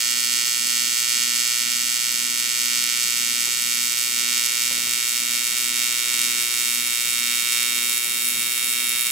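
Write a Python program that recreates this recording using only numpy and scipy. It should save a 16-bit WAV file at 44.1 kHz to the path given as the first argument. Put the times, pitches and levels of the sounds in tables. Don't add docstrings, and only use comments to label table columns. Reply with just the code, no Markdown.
import sys
import numpy as np
from scipy import signal
from scipy.fft import rfft, irfft
from scipy.io import wavfile
from scipy.ndimage import uniform_filter1d

SR = 44100
rng = np.random.default_rng(int(sys.argv[2]) if len(sys.argv) > 2 else 0)


def materialize(psi):
    bounded = np.clip(np.atleast_2d(psi).T, -1, 1)
    quanta = np.round(bounded * 32767).astype(np.int16)
    wavfile.write(sys.argv[1], SR, quanta)


N = 401751

ARC_HZ, FIRST_SNAP_S, CLEANING_MS = 120.2595, .0036, 1.999
FAN_BLADE_HZ, FAN_BLADE_DB = 242.51, -54

# frequency in Hz, relative gain in dB.
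SNAP_IN_SPECTRUM = [(700.0, -20), (1300.0, -15), (2000.0, -11), (3000.0, -10.5), (5800.0, -11),
                    (7700.0, 0.5), (9700.0, 1), (12000.0, -0.5), (16000.0, -6.5)]
SNAP_BACK_SPECTRUM = [(700.0, -28), (1300.0, -4.5), (1700.0, -2.5), (2500.0, 1.5), (4200.0, -2.5),
                      (7500.0, 0.5), (9300.0, 1), (12500.0, -3), (14500.0, 5), (16000.0, -2)]
# first delay in ms, last delay in ms, left gain, right gain.
DELAYED_COPIES = [(0.681, 0.654, 0.14, -0.3), (1.156, 0.63, -0.28, -0.03), (1.219, 1.211, -0.22, -0.19),
                  (1.715, 1.9, -0.23, -0.053), (1.931, 2.1, -0.18, 0.049), (2.068, 1.9, 0.05, 0.63),
                  (2.899, 2, 0.17, -0.12), (4.06, 4.068, 0.061, 0.0024)]
# frequency in Hz, bandwidth in Hz, first gain in dB, last gain in dB.
PIPE_MODES = [(1405, 160, -3, 5), (2346, 95, 1, 7), (2837, 94, 4, 7), (3266, 160, 5, 6),
              (3750, 147, -0.5, 7), (4390, 130, 3, 4), (4400, 92, 6, -5), (5160, 110, 3.5, -4.5),
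              (5480, 130, -6, 8), (6290, 83, 2, 0.5), (6640, 270, 3.5, 6.5), (10900, 390, -4, 8.5)]
# time in seconds, level in dB.
ARC_LEVELS = [(0.05, -29), (0.37, -28.5), (0.47, -29.5), (1.33, -28), (2.11, -30.5), (2.85, -28),
              (4.06, -30.5), (4.23, -27.5), (5.24, -30.5), (5.36, -29), (5.46, -30), (6.24, -28),
              (6.59, -30), (7.65, -28), (8.07, -32), (8.9, -30), (9.05, -30.5)]
# first level in dB, last level in dB,
# exponent of the drift, share of the arc's swing, flicker in dB.
RASP_BAND = (-27.5, -33.5, 2.5, 0.87, 0.42)
BITE_BAND = (-30, -30.4, -0.26, 0.4, 0.45)
SIZZLE_BAND = (-31.5, -29.4, 1.4, 0, 0.72)
# frequency in Hz, relative gain in dB.
HISS_SPECTRUM = [(600, -15), (1600, -6.5), (2300, 4), (3800, -1), (4800, 0.5), (8000, -2.5), (12000, 0.5),
                 (15500, -18)]
RUMBLE_SPECTRUM = [(20, -3), (60, 0), (150, -1), (400, -11), (900, -15), (3000, -37)]
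FAN_AIR_SPECTRUM = [(25, -28), (60, -19), (100, -8.5), (140, -8), (200, 0), (260, -2), (330, -8),
                    (500, -10.5), (900, -15), (2000, -8.5), (8000, -24.5)]
# multiple of the arc rate, first base level in dB, last base level in dB.
HUM_HARMONICS = [(1, -63.5, -69), (2, -56.5, -57), (3, -58.5, -54), (4, -70, -59.5), (5, -63.5, -63.5),
                 (6, -73.5, -63), (8, -70, -63.5), (9, -66.5, -62)]
# middle in seconds, length in seconds, level in dB.
HANDLING_RUMBLES = [(1.65, .2, -62), (3.32, .14, -56), (3.56, .28, -60), (4.0, .12, -62), (4.82, 0.34, -54),
                    (5.52, .2, -62), (6.24, .2, -61), (7.07, .1, -55), (8.37, .08, -58)]
# start in seconds, relative peak level in dB.
BUMP_EVENTS = [(3.472, -43.5), (4.709, -43), (4.77, -47), (4.869, -50), (5.789, -54), (7.045, -53),
               (8.052, -50), (8.351, -54)]
# frequency in Hz, relative gain in dB.
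BUMP_SPECTRUM = [(60, -3), (250, 1), (600, -1.5), (1000, -5), (3000, -23)]
# time in seconds, level in dB above the usual snap.
ARC_SPITS = [(4.328, 4), (4.378, 4), (4.394, 3), (4.91, 5), (4.935, 5.5), (6.141, 3), (6.216, 4),
             (7.895, 4), (7.978, 4), (8.045, 4.5), (8.069, 4.5)]


def undb(db):
    return 10 ** (np.asarray(db) / 20)


def level(x, db):
    return x * undb(db) / np.sqrt(np.mean(np.atleast_2d(x).mean(axis=0) ** 2))


def drift(first, last, exponent=1):
    return first + (last - first) * np.linspace(0, 1, N) ** exponent


def walk(rate_hz):
    hold = int(SR / rate_hz)
    steps = np.repeat(rng.standard_normal(N // hold + 1), hold)
    return 1.3 * uniform_filter1d(uniform_filter1d(steps, hold), hold)[:N]


def below(f, hz, order):
    return 1 / (1 + (f / hz) ** order)


def lag(f, ms):
    return np.exp(-2j * np.pi * f * ms / 1000)


def shape(x, response, size=2048):
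    taps = np.roll(irfft(response(np.fft.rfftfreq(size, 1 / SR))), size // 2, axis=-1)
    return signal.oaconvolve(np.atleast_2d(x), np.atleast_2d(taps), axes=1)[:, size // 2:size // 2 + N]


def colour(x, spectrum, size=2048):
    hz, db = np.transpose(spectrum)
    gain = undb(np.interp(np.log(np.fft.rfftfreq(size, 1 / SR) + 1), np.log(hz), db))
    cepstrum = irfft(np.log(gain))
    cepstrum[1:size // 2] *= 2
    cepstrum[size // 2 + 1:] = 0
    taps = irfft(np.exp(rfft(cepstrum)))
    return signal.oaconvolve(np.atleast_2d(x), taps[None], axes=1)[:, :N]


def clicks(times, sizes, reach=8):
    at = times[:, None] * SR
    index = at.astype(int) + np.arange(1 - reach, reach + 1)
    taps = sizes[:, None] * np.sinc(index - at) * np.cos(np.pi * (index - at) / (2 * reach)) ** 2
    return np.bincount(np.clip(index, 0, N).ravel(), taps.ravel(), N + 1)[:N]


def stereo_noise(side_db):
    mid, side = rng.standard_normal((2, N))
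    return mid + undb(side_db) * np.array([side, -side])


def snaps(start_s, spectrum, scatter_db, jitter_us, fizz_db, fizz_scatter_db, fizz_ms):
    times = np.arange(start_s, N / SR, 1 / ARC_HZ)
    size, timing, fizz_size = rng.standard_normal((len(times), 3)).T
    times = times + timing * jitter_us / 1e6
    pulses = clicks(times, undb(scatter_db * size))
    fizz_onsets = clicks(times, undb(fizz_db + fizz_scatter_db * fizz_size))
    fade = np.exp(-1000 / (fizz_ms * SR))
    envelope = signal.lfilter([np.sqrt(1 - fade ** 2)], [1, -fade], fizz_onsets)
    fizz = shape(envelope * rng.standard_normal(N), lambda f: 1 - below(f, hz=5000, order=2))
    return colour(pulses + fizz, spectrum)


def comb_colour(x, dip_hz, dip_width_hz):
    def direct(f):
        dip = (dip_hz ** 2 - f ** 2) / (dip_hz ** 2 - f ** 2 + 1j * dip_width_hz * f)
        return dip * (1 - below(f, hz=980, order=6))

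    def comb(f, column):
        return 1 + sum(np.array(row[2:])[:, None] * lag(f, row[column]) for row in DELAYED_COPIES)
    x = shape(x, direct)
    travel = drift(0, 1)
    return (1 - travel) * shape(x, lambda f: comb(f, 0)) + travel * shape(x, lambda f: comb(f, 1))


def pipe(x):
    out = x
    for hz, width_hz, first_db, last_db in PIPE_MODES:
        band = signal.lfilter(*signal.iirpeak(hz, hz / width_hz, fs=SR), x)
        out = out + (undb(drift(first_db, last_db)) - 1) * band
    return out


def workshop(x, wet_db, t60_s):
    t = np.arange(SR // 3) / SR
    mid, side = rng.standard_normal((2, len(t))) * np.exp(-np.log(1000) * t / t60_s) * (t > .002)
    tail = mid + .8 * np.array([side, -side])
    tail = tail / np.sqrt((tail ** 2).sum(axis=1, keepdims=True))
    return x + undb(wet_db) * signal.fftconvolve(x, tail, axes=1)[:, :N]


def microphones(x, right_db, split_hz, smear_ms):
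    def response(f):
        low = below(f, hz=split_hz, order=8)
        right = low * undb(right_db) - (1 - low) * lag(f, ms=-.317)
        chirp = np.exp(2j * np.pi * smear_ms / 1000 * split_hz * np.exp(-f / split_hz))
        return chirp * np.array([np.ones_like(f), right])
    return shape(x, response)


def arc_length_db():
    return np.interp(np.arange(N) / SR, *np.transpose(ARC_LEVELS))


def weld_pool(buzz):
    body, to_rasp, to_bite = (shape(buzz, lambda f: below(f, hz, order=24)) for hz in (4100, 7000, 9500))
    body_db = arc_length_db() + drift(0.29, 0.45) * walk(rate_hz=14)
    swing_db = body_db - body_db.mean()
    flicker = walk(rate_hz=35)
    out = level(body, body_db + 0.069)
    bands = (to_rasp - body, RASP_BAND), (to_bite - to_rasp, BITE_BAND), (buzz - to_bite, SIZZLE_BAND)
    for band, (first_db, last_db, exponent, share, flicker_db) in bands:
        band_db = drift(first_db, last_db, exponent) + share * swing_db + flicker_db * flicker
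        out = out + level(band, band_db)
    return out


def arc():
    into = snaps(FIRST_SNAP_S, SNAP_IN_SPECTRUM, scatter_db=0.74, jitter_us=3.5,
                 fizz_db=-7.5, fizz_scatter_db=4.0, fizz_ms=0.57)
    back = snaps(FIRST_SNAP_S + CLEANING_MS / 1000, SNAP_BACK_SPECTRUM, scatter_db=0.53, jitter_us=1.7,
                 fizz_db=-12, fizz_scatter_db=0.0, fizz_ms=1.0)
    buzz = level(into, db=0) * spit_gain() - level(back, db=-.7)
    buzz = pipe(comb_colour(buzz, dip_hz=4000, dip_width_hz=180))
    buzz = workshop(buzz, wet_db=-15.5, t60_s=.25)
    buzz = microphones(buzz, right_db=3.5, split_hz=7500, smear_ms=0.897)
    return weld_pool(buzz)


def gas_hiss():
    return level(colour(stereo_noise(side_db=2), HISS_SPECTRUM), db=-36.5)


def low_rumble():
    t = np.arange(N) / SR
    flutter = undb(drift(-71, -63) + 2.5 * walk(rate_hz=6))
    handling = sum(undb(db) * np.exp(-(2 * (t - middle_s) / length_s) ** 2)
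                   for middle_s, length_s, db in HANDLING_RUMBLES)
    return np.hypot(flutter, handling) * level(colour(stereo_noise(side_db=-8), RUMBLE_SPECTRUM), db=0)


def welder():
    phase_per_hz = 2 * np.pi * np.arange(N) / SR
    arc_db = arc_length_db()
    swell_db = 0.77 * (arc_db - arc_db.mean()) + 1.4 * walk(rate_hz=2.58)
    hum = 0
    for multiple, first_db, last_db in HUM_HARMONICS:
        db = drift(first_db, last_db) + (multiple > 2) * swell_db + 0.76 * walk(rate_hz=4.5)
        hum = hum + undb(db) * np.sin(multiple * ARC_HZ * phase_per_hz)
    blade = -undb(FAN_BLADE_DB) * np.sin(FAN_BLADE_HZ * phase_per_hz + .25 * walk(rate_hz=2))
    tones = np.sqrt(2) * (hum + blade) * undb([[-1.3], [1.1]])
    air = level(colour(stereo_noise(side_db=-9), FAN_AIR_SPECTRUM), db=-50)
    return tones + air


def bumps(decay_s, gain_db):
    times, db = np.transpose(BUMP_EVENTS)
    envelope = signal.lfilter([1], [1, -np.exp(-1 / (decay_s * SR))], clicks(times, undb(db)))
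    return envelope * level(colour(stereo_noise(side_db=-7), BUMP_SPECTRUM), gain_db)


def spit_gain():
    t = np.arange(N) / SR
    return undb(sum(db * (abs(t - time_s) < .5 / ARC_HZ) for time_s, db in ARC_SPITS))


def scene():
    return arc() + low_rumble() + gas_hiss() + welder() + bumps(decay_s=0.019, gain_db=3.5)


def record(dry):
    return signal.sosfilt(signal.ellip(10, .1, 80, 15700, fs=SR, output="sos"), dry)


dry = scene()
out = record(dry)
materialize(out)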